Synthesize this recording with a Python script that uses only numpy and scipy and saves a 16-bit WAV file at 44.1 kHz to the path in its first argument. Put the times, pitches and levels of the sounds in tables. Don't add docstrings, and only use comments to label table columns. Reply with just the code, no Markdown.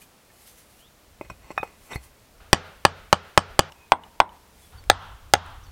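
import sys
import numpy as np
from scipy import signal
from scipy.fft import irfft
from scipy.io import wavfile
from scipy.ndimage import uniform_filter1d, minimum_filter1d

SR = 44100
rng = np.random.default_rng(int(sys.argv[2]) if len(sys.argv) > 2 else 0)


def natural_amplitude(level_db):
    exponent = np.asarray(level_db, float) / 20
    return 10 ** exponent


def inscribe(sig):
    pcm = np.round(np.clip(np.atleast_2d(sig).T, -1, 1) * 32767)
    wavfile.write(sys.argv[1], SR, pcm.astype(np.int16))


N = 251811

TAKE_EDGES = [0, 2.402, 3.70, 4.722, 6]
# start_s, strength_db, brightness_db_per_octave, grit_db, steel_db
BLOWS = [
    [(2.528, 7.5, 2, -3, -45), (2.849, 8, -0.5, -9.5, -45), (3.126, 6, -2, -9.5, -45.5),
     (3.374, 6.5, -1, -5.5, -41.5), (3.59, 4.5, -0.5, -6.5, -44.5)],
    [(3.918, 5, -0.8, -29.5, -50.5), (4.2, 5, -0.8, -23, -52.5)],
    [(4.8973, 7, 0.2, -9, -38.5), (5.335, 6.5, -0.76, -7, -47)],
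]
# start_s, yard_db
EARLIER_BLOWS = [
    (2.25, -4),
    (3.559, 0),
    (4.56, -8),
]
# pitch_hz, width_hz, level_db
SLABS = [
    [(176, 49, 4.5), (360, 50, -15.5), (602, 58, 1), (893, 170, 5), (1154, 264, 6.5), (1343, 59, -10),
     (1697, 150, 0.5), (1950, 260, -12), (2450, 60, -3.5), (2976, 260, 1), (4703, 140, -2),
     (5820, 100, -21.5), (6100, 140, -23.5), (7100, 140, -18.5)],
    [(366.6, 120, -19.5), (726, 26, -7), (960, 280, 11.5), (1393, 190, 0), (1898, 350, -4), (2830, 170, -7),
     (3290, 170, -5.5), (3740, 190, -26.5), (4830, 480, -29), (4910, 240, -21)],
    [(650, 37, -16), (801, 66, 3.5), (1390, 120, -0.5), (1638, 120, -0.5), (2022, 47, -4.5),
     (2490, 130, -27), (3400, 170, -11), (3650, 600, -8), (4960, 420, -11.5), (4667, 83, -27),
     (6230, 240, -13), (7220, 300, -35)],
]
SLAB_EDGES = [269, 550, 430]
SOIL_DB = [-1, -7, 2.5]
# pitch_hz, level_db, t60_s
GROUND = [(86.8, -40, 0.29), (60, -46.5, 0.19), (108, -51.5, .1), (165, -39, 0.013)]
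# pitch_hz, level_below_first_db, t60_s
STEEL_SECOND = (7000, -20.5, 0.043)
# delay_s, level_db
WALLS = [(.0040, -8.5), (.0062, -23), (.0095, -26.5), (0.0126, -20.5), (0.0143, -16)]
# band_hz, t60_s
PORCH = [(100, 0.08), (900, 0.17), (3000, 0.14), (8000, 0.094), (15000, 0.024)]
# band_hz, t60_s
YARD = [(100, 0.29), (900, 0.64), (3000, 0.74), (6000, 0.41), (10000, 0.055)]
YARD_DB = [-1.5, -4.5, -2]
# fade_start_s,
# fade_end_s
EARLY_S = (0.076, 0.11)
# lift_before_db_per_s, last_echo_s, drop_db, lift_after_db_per_s
TREES = [(0, 0.33, -1.5, 27.5), (10, .165, -9.5, 64.5), (25.2, 0.23, -2.5, 33)]
# band_hz, level_db_per_hz
ECHOES = [
    [(88, -33.5), (150, 5), (324, -17), (398, -4.5), (818, -8), (1050, -13), (1370, -5.5), (1750, -13.5),
     (5500, -23), (8000, -27.5), (11700, -68)],
    [(90, -50), (150, -0.5), (500, -12.5), (830, -3), (950, 3), (1080, -7.5), (1400, -19.5), (2050, -21),
     (3000, -29), (4300, -43.5), (9000, -36.5), (12000, -68.5)],
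    [(88, -44), (150, -1), (324, -18), (601, -14.5), (751, -6), (1340, -7), (2330, -23.5), (3330, -17),
     (4100, -23.5), (9000, -31.5), (11700, -54.5)],
]
# start_s, level_db, dull_body_hz, main_ring_db
CLACKS = [(1.2102, -18.5, 577, -34.5), (1.247, -50, 530, -11), (1.299, -24, 990, -26.5),
          (1.316, -65, 340, -22), (1.504, -22, 534, -46), (1.5762, -9.5, 1200, -21),
          (1.6293, -11.5, 826, -35), (1.931, -27, 1040, -20), (1.957, -25, 760, -39)]
# pitch_hz, t60_s
SLAB_RING = (2503, 0.15)
# pitch_hz, level_db, t60_s
LOOSE_NOTES = [(2070, 4.5, 0.03), (3655, -14.5, 0.019), (4300, -15, 0.15), (5502, -6, 0.028),
               (7570, -4, 0.022)]
# start_s, pitch_hz, level_db
CHIMES = [(1.2105, 2070, -44), (1.247, 2070, -53), (1.3, 5502, -53), (1.504, 2070, -43.5),
          (1.5759, 3655, -40.5), (1.577, 5502, -44.5), (1.612, 3655, -49), (1.6282, 4300, -55),
          (1.931, 3655, -38), (1.957, 2070, -31), (1.958, 4300, -42)]
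# start_s, level_db
THUMPS = [
    (1.198, -54),
    (1.254, -42),
    (1.314, -30),
    (1.601, -28.5),
    (1.958, -16.5),
]
# peak_s, level_db, rise_s, fall_s
SCRAPES = [(1.25, -51, 0.017, .04), (1.3, -34.5, .0012, 0.015), (1.485, -51.5, 0.14, .05),
           (1.515, -38, 0.013, 0.011), (1.57, -51, .035, .003), (1.635, -42, 0.0028, 0.03),
           (1.68, -54, .05, 0.18), (1.9, -55.5, .07, 0.026), (1.92, -31, 0.019, 0.041),
           (1.955, -48, 0.031, 0.045), (2.04, -61, 0.019, 0.11)]
# start_s, level_db, pitch_hz, t60_s
PEBBLES = [(0.017, -60, 2450, 0.097), (.302, -60, 1800, 0.035), (3.7215, -44.5, 2890, 0.012),
           (3.72, -51, 5470, 0.014), (4.0358, -47.5, 2940, 0.032), (4.292, -48.5, 3000, .025),
           (4.839, -45, 2300, 0.0065), (5.4625, -48, 9400, 0.0037), (5.502, -54, 6000, 0.0035),
           (5.666, -54, 3000, 0.012)]
# start_s, length_s, from_hz, to_hz, level_db
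BIRDS = [
    (0.781, 0.11, 2676, 3870, -60),
    (3.74, .15, 2540, 2480, -60),
    (4.62, 0.037, 3400, 3420, -60.5),
    (4.748, 0.056, 4590, 4490, -61.5),
    (5.633, 0.018, 6500, 4610, -57.5),
    (5.65, 0.044, 4650, 4320, -62.5),
]
# peak_s, level_db, rise_s, fall_s
RUBS = [(.02, -51, 0.034, 0.064), (.428, -55.5, 0.18, 0.1), (.476, -51, 0.024, 0.13),
        (.585, -55, 0.029, 0.1), (.706, -63.5, .035, 0.15), (.812, -59, 0.11, .03),
        (1.87, -55.5, 0.17, 0.06), (1.925, -63, .02, .06), (1.96, -45.5, .04, 0.011),
        (2.04, -51.5, 0.037, .06), (4.635, -58.5, 0.19, .3)]
# band_hz, level_db_per_hz
RUB_COLOUR = [(400, -27.5), (900, -17), (1800, -1.5), (4000, -2), (7000, -2), (9500, 1), (13000, -1),
              (16000, -8.5)]
# band_hz, level_db_per_hz
AIR = [(35, -22), (60, -7), (213, -6.5), (275, -9), (317, -9.5), (507, -9), (1210, -14), (1760, -16.5),
       (2020, -16.5), (12600, -24.5), (16300, -24.5)]
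WIND_DB = [
    -63.5,
    -53.5,
    -59.5,
    -47,
]
# peak_s, level_db, rise_s, fall_s
GUSTS = [(1.4, -57.5, 0.7, 2.8), (4.76, -49, 0.046, 0.37), (5.1, -44, 0.2, 0.087), (5.5, -48.5, 0.31, 0.48)]
# band_hz, level_db_per_hz
WIND_COLOUR = [(15, -2.5), (40, 8.5), (95, -5.5), (135, -16.5), (200, -28.5), (400, -44.0), (1000, -62.0)]

DELAY_S = .002
BEDDING_HZ = 60
GROUND_RISE_S = .004
STEEL_HZ, STEEL_T60 = 8492, 0.082
PORCH_DB, EARLY_DB, AIR_DB = -23, 5, -57
YARD_PER_BRIGHT = .8
YARD_START_S, YARD_SWELL_S = .018, 0.01
TREE_EDGE_S = .008
STROKE_DB = 20
BUFFET_DB, BUFFET_S = 3.0, 0.12


def tamping():
    out = np.zeros(N)
    t = np.arange(N) / SR
    for k, rows in enumerate(BLOWS):
        direct, yard = np.zeros(N), np.zeros(N)
        for s, db, bright_db, grit_db, steel_db in rows:
            hit = blow(SLABS[k], SLAB_EDGES[k], SOIL_DB[k], bright_db, grit_db, steel_db)
            add(direct, s + DELAY_S, natural_amplitude(db + 10.0) * hit)
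        echoed = [EARLIER_BLOWS[k]] + [(row[0], YARD_PER_BRIGHT * row[2]) for row in rows]
        for s, hard_db in echoed:
            add(yard, s, natural_amplitude(YARD_DB[k] + hard_db) * yard_echo(ECHOES[k], *TREES[k]))
        in_take = (t > TAKE_EDGES[k + 1]) * (t < TAKE_EDGES[k + 2])
        out += (near(direct) + yard) * in_take
    return out


def blow(slab, edge_hz, soil_db, bright_db, grit_db, steel_db):
    hz, width, db = np.transpose(slab)
    shift, share = rng.standard_normal((len(slab), 2)).T * [[.012], [1]]
    damped_width = width + BEDDING_HZ
    height_db = db + 20 * np.log10(damped_width) + share + bright_db * np.log2(hz / 1000)
    body = -ring(zip(hz * (1 + shift), height_db, 2.45 / damped_width), .4)
    body = signal.lfilter(*signal.butter(2, edge_hz, "high", fs=SR), body)
    body /= abs(body).max()

    t = np.arange(len(body)) / SR
    grit = natural_amplitude(grit_db - 60 * t / 0.0086) * rng.standard_normal(len(t))
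    grit = signal.lfilter(*signal.butter(2, 6000, fs=SR), grit)
    tick = natural_amplitude(grit_db - 8.5 - 60 * t / 0.0012) * rng.standard_normal(len(t))
    contact = (body + tick + grit) * (1 - np.exp(-t / 0.0003))

    second_hz, second_db, second_t60 = STEEL_SECOND
    steel = ring([(STEEL_HZ, steel_db, STEEL_T60), (second_hz, steel_db + second_db, second_t60)], .4)
    ground = ring([(f * (1 + 3 * d), db, t60) for (f, db, t60), d in zip(GROUND, shift)], .4)
    ground = natural_amplitude(soil_db) * ground * (1 - np.exp(-t / GROUND_RISE_S))
    return contact + steel - ground


def near(x):
    walls = np.zeros(1200)
    for s, db in WALLS:
        size = round(.18 * s * SR)
        scatter = rng.standard_normal(200)[:size] * np.hanning(size)
        add(walls, s, natural_amplitude(db) * scatter / np.linalg.norm(scatter))
    walls = signal.lfilter(*signal.butter(1, 2500, fs=SR), walls)
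    first_echoes = signal.oaconvolve(x, walls)[:N]
    porch = signal.oaconvolve(x, tail(PORCH, 0.0056))[:N]
    return x + first_echoes + natural_amplitude(PORCH_DB) * porch


def yard_echo(colour, early_db_s, trees_s, drop_db, late_db_s):
    spectrum = natural_amplitude(read(colour, np.fft.rfftfreq(2048, 1 / SR)))
    shape = np.roll(irfft(spectrum), 1024)
    echo = signal.oaconvolve(tail(YARD, YARD_START_S), shape)[1024:]
    t = np.arange(len(echo)) / SR
    lift_db = early_db_s * np.minimum(t, trees_s) + late_db_s * np.clip(t - trees_s, 0, .2)
    lift_db = lift_db + drop_db * np.clip((t - trees_s) / TREE_EDGE_S, 0, 1)
    lift_db = lift_db + np.interp(t, EARLY_S, [EARLY_DB, 0])
    swell = np.clip((t - YARD_START_S) / YARD_SWELL_S, 0, 1)
    return echo / np.linalg.norm(echo) * natural_amplitude(lift_db) * swell


def loose_stone():
    out = np.zeros(N)
    t = np.arange(round(.3 * SR)) / SR
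    damped = natural_amplitude(-700 * np.clip(t - .045, 0, .03))
    touch = 1 - np.exp(-(t / 0.00086) ** 2)
    ring_hz, ring_t60 = SLAB_RING

    for s, hz, db in CHIMES:
        notes = ring([(hz, db + 2.5, .05), (1.04 * hz, db + 3.5, .02)], .3)
        add(out, s + DELAY_S / 2, notes * damped * touch)
    for s, db, body_hz, main_db in CLACKS:
        chime = ring([(ring_hz, main_db, ring_t60)], .3) * damped
        dull = ring([(body_hz, 0, .012), (1.44 * body_hz, -3, .01),
                     (0.647 * body_hz, -4, .016), (2400, -10, .006)], .3)
        crack = natural_amplitude(-38 - 60 * t / 0.054) * rng.standard_normal(len(t))
        add(out, s + DELAY_S / 2, natural_amplitude(db + 4.5) * (chime + dull + crack) * touch)
    for s, db in THUMPS:
        add(out, s, -ring([(100, db, 0.025), (62, db - 16.5, 0.28)], .3))

    caught = rng.exponential(1, N), rng.choice([-1, 1], N), rng.random(N) < 5000 / SR
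    grains = natural_amplitude(3.5 * caught[0]) * caught[1] * caught[2]
    notes = [(hz, db - 6, .3 * t60) for hz, db, t60 in LOOSE_NOTES] + [(ring_hz, -5, .012)]
    dull_notes = [(1070, -2, 0.0094), (575, -5.5, 0.0095), (1400, -6.5, 0.0061), (5900, -23.0, 0.012)]
    slab = ring(notes + dull_notes, .1)
    slide = evened(signal.oaconvolve(grains, slab)[:N]) * strokes(SCRAPES)
    return near(out + slide)


def pebbles():
    out = np.zeros(N)
    t = np.arange(round(.06 * SR)) / SR
    for s, db, hz, t60 in PEBBLES:
        tick = natural_amplitude(db + 2 - 60 * t / 0.0095) * rng.standard_normal(len(t))
        notes = ring([(hz, db + 10, t60), (1.2 * hz, db + 6.0, .7 * t60), (0.51 * hz, db - 5, 1.1 * t60)], .06)
        add(out, s, (notes + tick) * signal.windows.tukey(len(t), .03))
    return out


def birds():
    out = np.zeros(N)
    for s, length, from_hz, to_hz, db in BIRDS:
        hz = np.linspace(from_hz, to_hz, round(length * SR))
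        waver = evened(uniform_filter1d(rng.standard_normal((8000, 2)), size=250, axis=0))
        pitch_waver, level_waver = waver[:len(hz)].T
        phase = 2 * np.pi * np.cumsum(hz * (1 + .004 * pitch_waver)) / SR
        note = np.sin(phase) * natural_amplitude(db + 3.0 * level_waver)
        add(out, s, note * signal.windows.tukey(len(hz), .4))
    return out + 0.45 * signal.oaconvolve(out, tail(PORCH, 0.0052))[:N]


def background():
    air = natural_amplitude(AIR_DB) * noise(AIR, patchy_db=.4)
    rub = noise(RUB_COLOUR, patchy_db=1.5) * strokes(RUBS) * natural_amplitude(0.5)
    wind = noise(WIND_COLOUR, patchy_db=2.0)
    buffet = evened(uniform_filter1d(rng.standard_normal(N), round(BUFFET_S * SR)))
    take = np.searchsorted(TAKE_EDGES, np.arange(N) / SR, "right") - 1
    steady = natural_amplitude(np.array(WIND_DB))[take]
    wind = wind * natural_amplitude(BUFFET_DB * buffet) * (steady + strokes(GUSTS))
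    return air + rub + wind


def strokes(rows):
    t = np.arange(N) / SR
    gain = np.zeros(N)
    for s, db, rise, fall in rows:
        away = np.where(t < s, (s - t) / abs(rise), (t - s) / abs(fall))
        gain += natural_amplitude(db - STROKE_DB * away.clip(0, 10))
    return gain


def ring(modes, seconds):
    t = np.arange(round(seconds * SR)) / SR
    return sum(natural_amplitude(db - 60 * t / t60) * np.sin(2 * np.pi * hz * t) for hz, db, t60 in modes)


def noise(colour, patchy_db):
    hz = np.fft.rfftfreq(1024, 1 / SR)
    a, b, patches = rng.standard_normal((N // 256 + 5, 513, 3)).T
    patches = uniform_filter1d(patches, size=14, axis=0)
    patches = evened(uniform_filter1d(patches, size=10, axis=1))
    z = (a + 1j * b) * natural_amplitude(read(colour, hz)[:, None] + patchy_db * patches)
    return evened(signal.istft(z, nperseg=1024, noverlap=768)[1][:N])


def tail(decays, start):
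    taps = np.zeros(SR)
    at = np.arange(round(start * SR), SR - 20, 20)
    taps[at + rng.integers(0, 20, len(at))] = rng.choice([-1., 1.], len(at))
    hz, t, z = signal.stft(taps, SR, nperseg=128)
    fade = natural_amplitude(-60 * t / read(decays, hz)[:, None])
    out = signal.istft(z * fade, SR, nperseg=128)[1]
    return out / np.linalg.norm(out)


def read(points, hz):
    f, value = np.transpose(points)
    return np.interp(np.log(hz + 1), np.log(f + 1), value)


def evened(x):
    return x / np.sqrt(np.mean(x ** 2) + 1e-20)


def add(mix, s, sound):
    part = mix[round(s * SR):][:len(sound)]
    part += sound[:len(part)]


def scene():
    return (tamping() + loose_stone() + pebbles() + birds() + background())[None]


def top_cut(x):
    return signal.sosfilt(signal.butter(12, 15850, fs=SR, output="sos"), x)


def record(dry):
    power_db = 10 * np.log10(signal.lfilter([.01], [1, -.99], dry[0] ** 2) + 1e-12)
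    over_db = np.clip(power_db + 17.0, 0, 9)
    held = -minimum_filter1d(-over_db, size=2601, origin=1300)
    recovery = np.arange(N) * 170.0 / SR
    duck_db = np.maximum.accumulate(held + recovery) - recovery
    quick = np.exp(-1 / (0.0061 * SR))
    ducked = dry / natural_amplitude(signal.lfilter([1 - quick], [1, -quick], duck_db))
    ducked = signal.lfilter(*signal.butter(1, 35, "high", fs=SR), ducked)
    finished = np.clip(ducked, -1, 1)
    return top_cut(finished)


dry = scene()
out = record(dry)
inscribe(out)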